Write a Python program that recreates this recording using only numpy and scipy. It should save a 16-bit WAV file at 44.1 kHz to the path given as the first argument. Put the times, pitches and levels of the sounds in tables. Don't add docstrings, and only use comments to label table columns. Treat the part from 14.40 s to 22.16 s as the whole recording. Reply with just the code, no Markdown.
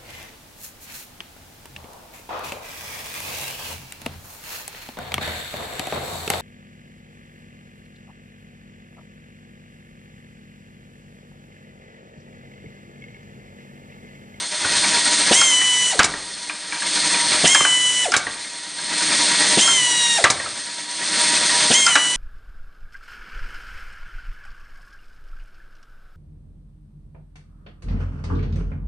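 import sys
import numpy as np
from scipy import signal
from scipy.fft import rfft, irfft
from scipy.io import wavfile
from scipy.ndimage import uniform_filter1d

SR = 44100
rng = np.random.default_rng(int(sys.argv[2]) if len(sys.argv) > 2 else 0)


def generate_wav(sig):
    pcm = np.round(np.clip(np.atleast_2d(sig).T, -1, 1) * 32767).astype(np.int16)
    wavfile.write(sys.argv[1], SR, pcm)


N = 342216
TIME = np.arange(N) / SR
FREQS = np.fft.rfftfreq(N, 1 / SR)

# f/Hz, t60/s
HALL_DECAY = [(120, 1), (400, 0.92), (1500, 0.43), (4000, 0.36), (9000, 0.058)]
# f/Hz, relative level/dB
DIN_SPECTRUM = [(25, -31), (65, -18.5), (120, -5.5), (250, -0.5), (450, -3.5), (1400, -1.5), (1700, 3),
                (2900, 0.5), (4700, 4), (6400, 0), (7600, -2.5), (9200, 0), (9500, -4), (10400, -8)]
# f/Hz, width/Hz, lift/dB
DIN_RESONANCES = [(304, 18.5, 10), (608, 22.5, 10.5), (1130, 30, -1), (1670, 26, 3.5), (1902, 36, 10.5),
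                  (2144, 51, 5.5), (2270, 29, 0.5), (3490, 350, 5.5), (3556, 21, 1.5), (4190, 270, 5),
                  (4303, 46, 6.5), (6300, 220, 4.5), (8550, 450, 12)]
# t/s, level/dB
DIN_DRIFT = [(0, -15), (.7, -16.5), (1.4, -13.8), (2.3, -16), (2.8, -19), (4.3, -19.5), (5.5, -14),
             (6.2, -16), (7.2, -16.5), (7.76, -17)]
# f/Hz, level/dB, t60/s
FRAME_MODES = [(305.5, -19.5, 0.6), (898, -11, 0.29), (1122, -1.5, 0.054), (1200, -11, 0.26),
               (1616, -7.5, 0.23), (1600, -5, 0.15), (1956, -10, 0.19), (2256, -14, 0.24), (3080, -26, .2)]
# t/s, level/dB, f/Hz, relative bass/dB, ping t60/s
BOTTLE_KNOCKS = [(.246, -5, 1470, -4.5, 0.05), (1.212, 3, 1890, -31, 0.062), (2.095, 6, 2420, -38, 0.02),
                 (2.322, 0, 2330, -27.5, 0.022), (2.42, -5.5, 1670, -25, .029),
                 (2.742, -8.5, 2430, -30.5, 0.019), (3.206, 4.5, 1210, -8, 0.02),
                 (3.25, 9, 1554, -38, 0.012), (6.06, -3, 1310, -10, 0.039)]
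# t/s, knock level/dB, f/Hz, ping t60/s, clack level/dB
CAP_SNAPS = [(1.013, 3.5, 1390, 0.045, 5), (1.631, 5, 1610, .025, 11), (3.147, 6, 1694, 0.034, 5.5),
             (3.719, 1.5, 1377, 0.065, 3), (5.276, -1, 1370, .055, 1.5), (7.465, 4, 1394, 0.1, 6.5)]
# t/s, knock level/dB, f/Hz, relative bass/dB, ping t60/s,
# clack level/dB, gap between rebounds/s, loss per rebound/dB
HEAVY_BLOWS = [(1.5916, 16, 1626, -7, .04, 13, .0062, 3.7), (3.7385, 13, 1573, -20, 0.016, 0, 0.0078, 6.5),
               (5.8402, 13.5, 2000, -7, 0.018, 11, .008, 1.5),
               (7.554, 12, 1730, -19.5, 0.023, 7, 0.0057, 3.5)]
# t/s, level/dB, time to settle/s
HEAD_STOPS = [(1.642, 12.5, .0955), (3.7643, 7.5, .103), (5.9009, 10.5, .098)]
# f/Hz, relative level/dB
EXHAUST_SPECTRUM = [(40, -42), (130, -5.5), (600, -9.5), (1300, -8), (2400, -3.5), (3300, 2), (4400, -45),
                    (5300, 0.5), (5800, 0.5), (7400, 5), (8000, 4.5), (8700, 8), (9500, 3), (10400, -6)]
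# multiple of the vane rate, level spinning freely/dB, level under load/dB
VANE_HARMONICS = [(1, -17, -15.5), (2, -3.5, -5.5), (3, -1, 0.5), (4, -13.5, -11.5), (5, -11, -17.5),
                  (6, -3.5, -7.5), (7, -7.5, -18), (8, -11.5, -14.5), (9, -26, -20.5)]
# f/Hz, gain/dB
HOUSING_RESPONSE = [(250, 11), (740, 16.5), (950, -3.5), (2200, -2), (2870, -9), (2980, 0.5), (3300, 2),
                    (3790, 10.5), (3970, -4.5), (5700, 0.5), (5980, -1.5), (6600, 2.5), (7600, 1.5),
                    (9000, -0.5)]
# valve opening t/s, whine level/dB, upper tones gain/dB, exhaust level/dB,
# loaded vane rate f/Hz, creep/(Hz/s)
MOTOR_CYCLES = [(.905, -8, 2, -9.5, 1001, -25), (3.033, -10.5, -2, -12, 1000, -21),
                (5.166, -10, -0.5, -12, 993, -162), (7.297, -10.5, 0, -13, 981, 44)]

VALVE_OPEN_S = .609


def gain_of(db):
    return 10 ** (np.asarray(db) / 20)


def unit_rms(x):
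    return x / np.sqrt(np.mean(x ** 2) + 1e-20)


def curve_at(points, hz):
    f, value = np.transpose(points)
    return np.interp(np.log(hz + 1), np.log(f + 1), value)


def add(mix, s, sound):
    part = mix[max(round(s * SR), 0):][:len(sound)]
    part += sound[:len(part)]


def noise(spectrum_db):
    return unit_rms(irfft(rfft(rng.standard_normal(N)) * gain_of(spectrum_db), N))


def wander(hz):
    return noise(-20 * np.log10(1 + (FREQS / hz) ** 4))


def band_noise(low_hz, high_hz, size):
    sos = signal.butter(2, [low_hz, high_hz], "band", fs=SR, output="sos")
    return unit_rms(signal.sosfilt(sos, rng.standard_normal(size)))


def struck(t, rise_s, t60):
    shape = (1 - np.exp(-(t / rise_s) ** 2)) * np.exp(-np.log(1000) * t / t60)
    return shape / shape.max()


def hall(x):
    reflections = rng.standard_normal(SR) * (1 - np.exp(-(TIME[:SR] / .01) ** 2))
    hz, t, bands = signal.stft(reflections, SR, nperseg=256)
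    decay = gain_of(-60 * t / curve_at(HALL_DECAY, hz)[:, None])
    tail = signal.istft(bands * decay, SR, nperseg=256)[1]
    return signal.fftconvolve(x, tail / np.linalg.norm(tail))[:N]


def din(hum_hz=953, hum_db=-16, throb_hz=8.8, swell_db=1.5, swell_s=.25):
    peaks_db = sum(db / (1 + (2 * (FREQS - hz) / width) ** 2) for hz, width, db in DIN_RESONANCES)
    ripple_db = 1.85 * unit_rms(uniform_filter1d(rng.standard_normal(len(FREQS)), size=160))
    air = noise(curve_at(DIN_SPECTRUM, FREQS) + peaks_db + ripple_db)
    lows = irfft(rfft(air) / (1 + (FREQS / 2400) ** 4), N)
    throb = np.sin(2 * np.pi * np.cumsum(throb_hz + 1.68 * wander(3.4)) / SR)
    hum = np.sin(2 * np.pi * np.cumsum(hum_hz + 7 * wander(25)) / SR)
    hum *= 1 + .8 * throb + .34 * wander(5.7)
    hiss = (air - lows) * gain_of(wander(23))
    rattle = lows * gain_of(1.5 * wander(20) + 1.17 * throb)
    swells = sum(np.exp(-((TIME - opens) / swell_s) ** 2) for opens, *_ in MOTOR_CYCLES)
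    level_db = np.interp(TIME, *np.transpose(DIN_DRIFT)) + swell_db * swells
    return gain_of(level_db) * (hiss + rattle + gain_of(hum_db) * unit_rms(hum))


def knock(db, hz, bass_db, ring_s, clatter_db=-14):
    t = TIME[:SR // 2]
    ping = gain_of(-6) * np.sin(2 * np.pi * hz * t) * struck(t, .0016, ring_s)
    clatter = gain_of(clatter_db) * band_noise(780, 2880, len(t)) * struck(t, .0021, 3.5 * ring_s)
    thump = gain_of(bass_db - 9) * band_noise(95, 860, len(t)) * struck(t, .0014, .07)
    frame = sum(gain_of(mode_db) * np.sin(2 * np.pi * (f * t + rng.random())) * struck(t, .0072, t60)
                for f, mode_db, t60 in FRAME_MODES)
    return gain_of(db) * (ping + clatter + thump + gain_of(-21) * frame)


def bottles(jostles_per_s=8.9):
    out = np.zeros(N)
    for s, *blow in BOTTLE_KNOCKS:
        add(out, s, knock(*blow, clatter_db=-16))
    for k, (late, strength, pitch) in enumerate(rng.standard_normal(size=(72, 3))):
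        jostle = knock(db=-16.5 + 3 * strength, hz=2070 + 264 * pitch, bass_db=-18, ring_s=.047)
        add(out, k / jostles_per_s + .008 * late, jostle)
    return out


def clack(db, hz, ring_s):
    t = TIME[:SR // 4]
    crack = gain_of(-10) * band_noise(4500, 8700, len(t)) * struck(t, .00093, ring_s)
    ping = gain_of(-6) * np.sin(2 * np.pi * hz * t) * struck(t, .00032, .015)
    return gain_of(db) * (crack + ping)


def heavy_blow(s, db, hz, bass_db, ring_s, clack_db, gap_s, loss_db, frame_hz=1157):
    out = np.zeros(N)
    add(out, s, clack(clack_db, hz=3930, ring_s=.045))
    add(out, s, knock(db, hz, bass_db, ring_s))
    for k in (1, 2, 3):
        rebound_hz = frame_hz + (hz - frame_hz) * np.exp(-(k / 1.52) ** 2)
        rebound = knock(db - k * loss_db, rebound_hz, bass_db=-21, ring_s=ring_s, clatter_db=-14.5)
        add(out, s + k * gap_s, rebound)
    return out


def capping_head(catch_s=.044, bounce_s=.0045):
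    out = sum(heavy_blow(*row) for row in HEAVY_BLOWS)
    for opens, *_ in MOTOR_CYCLES:
        add(out, opens + catch_s, clack(db=1.5, hz=5780, ring_s=.025))
    for s, db, hz, ring_s, clack_db in CAP_SNAPS:
        add(out, s, knock(db, hz, bass_db=-25, ring_s=ring_s))
        add(out, s, clack(clack_db, hz=5080, ring_s=.019))
    for s, db, settle_s in HEAD_STOPS:
        add(out, s, clack(db, hz=3810, ring_s=.04))
        add(out, s + bounce_s, clack(db - 2.5, hz=6100, ring_s=.086))
        add(out, s, knock(db - 7.5, hz=2265, bass_db=-2.5, ring_s=.035))
        add(out, s + settle_s, knock(db=3.5, hz=1865, bass_db=-11, ring_s=.019, clatter_db=-20.5))
    return out


def vane_rate(since, tight_hz, creep, top_hz=1075.3, thread_s=.095, sag_hz_per_s=380, bite_s=.218):
    threading_hz = top_hz - sag_hz_per_s * np.maximum(since - thread_s, 0)
    loaded_hz = tight_hz + creep * (np.minimum(since, VALVE_OPEN_S) - bite_s)
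    bitten = .5 + .5 * np.tanh((since - bite_s) / .015)
    return threading_hz + bitten * (loaded_hz - threading_hz)


def vane_tones(since, after, tight_hz, creep, upper_db, spin_up_s=.024, coast_s=.064, upper_hz=5170):
    running_hz = vane_rate(since, tight_hz, creep)
    vane_hz = running_hz * (1 - np.exp(-(since / spin_up_s) ** 1.4)) * np.exp(-after / coast_s)
    sputter = np.exp(-since / .0284) + 1 - np.exp(-after / .0057)
    passes = np.cumsum(vane_hz * (1 + (.0014 + .084 * sputter) * wander(220))) / SR
    live = (since > 0) & (after < .15)
    free = np.interp(running_hz[live], [1005, 1045], [0, 1])
    multiple, free_db, loaded_db = np.transpose(VANE_HARMONICS)[:, :, None]
    tone_db = free * free_db + (1 - free) * loaded_db
    tone_db += curve_at(HOUSING_RESPONSE, multiple * vane_hz[live])
    tone_db += upper_db * (multiple * tight_hz > upper_hz)
    fading_hz = rng.uniform(1.64, 7.34, multiple.shape)
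    tone_db += 1.76 * np.sin(2 * np.pi * (fading_hz * since[live] + rng.random(multiple.shape)))
    phase = 2 * np.pi * (multiple * passes[live] + rng.random(multiple.shape))
    tones = np.zeros((len(multiple), N))
    tones[:, live] = np.sqrt(2) * gain_of(tone_db) * np.sin(phase)
    return tones


def air_motor(opens, whine_db, upper_db, exhaust_db, tight_hz, creep, loading_s=.21):
    since = np.maximum(TIME - opens, 0)
    after = np.maximum(since - VALVE_OPEN_S, 0)
    pressure = 1 - np.exp(-(since / .021) ** 2)
    slack = np.clip(1 - since / loading_s, 0, 1)
    tones = vane_tones(since, after, tight_hz, creep, upper_db)
    whine = tones.sum(0) * gain_of(whine_db - 8 * slack + 1.05 * wander(60))
    whine *= pressure * np.exp(-after / .022)
    coasting = tones[0] * gain_of(-13 + 5 * wander(150))
    coasting *= (1 - np.exp(-after / .0034)) * np.exp(-after / .036)
    exhaust = noise(curve_at(EXHAUST_SPECTRUM, FREQS)) * gain_of(exhaust_db - 3 * slack)
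    exhaust *= pressure * np.exp(-after / .051)
    sound = whine + coasting + exhaust
    t = TIME[:SR // 4]
    chuff = gain_of(-16) * band_noise(163, 390, len(t)) * struck(t, .0082, .093)
    rasp = gain_of(-12) * band_noise(2720, 3260, len(t)) * np.exp(-((t - .025) / .011) ** 2)
    add(sound, opens, chuff + rasp)
    return sound


def scene(hits_wet_db=-14, motor_wet_db=-19):
    hits = capping_head() + bottles()
    motor = sum(air_motor(*cycle) for cycle in MOTOR_CYCLES)
    direct = din() + motor + hits
    mix = direct + hall(gain_of(hits_wet_db) * hits + gain_of(motor_wet_db) * motor)
    return np.array([mix, mix])


def gain_control(x, target_db=-16.5, attack_s=.076, hold_s=.56, recovery_db_per_s=40):
    hop = 128
    step_s = hop / SR
    power = abs(uniform_filter1d(x ** 2, size=882)[::hop])
    cut_db, waiting_s, cuts = 12., .09, []
    for level_db in 10 * np.log10(power + 1e-12):
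        over_db = level_db - cut_db - target_db
        if over_db > 0:
            cut_db += over_db * step_s / attack_s
            waiting_s = hold_s
        elif waiting_s > 0:
            waiting_s -= step_s
        else:
            cut_db = max(cut_db - recovery_db_per_s * step_s, 0)
        cuts.append(cut_db)
    return gain_of(-np.interp(TIME, TIME[::hop], cuts))


def record(dry):
    ceiling, edge_hz = .92, 10540
    ducked = dry * gain_control(dry[0])
    rounded = ducked / (1 + (ducked / ceiling) ** 6) ** (1 / 6)
    lowpass = signal.firwin(401, edge_hz, window=("kaiser", 8), fs=SR)
    return signal.oaconvolve(rounded, lowpass[None], "same")


dry = scene()
out = record(dry)
generate_wav(out)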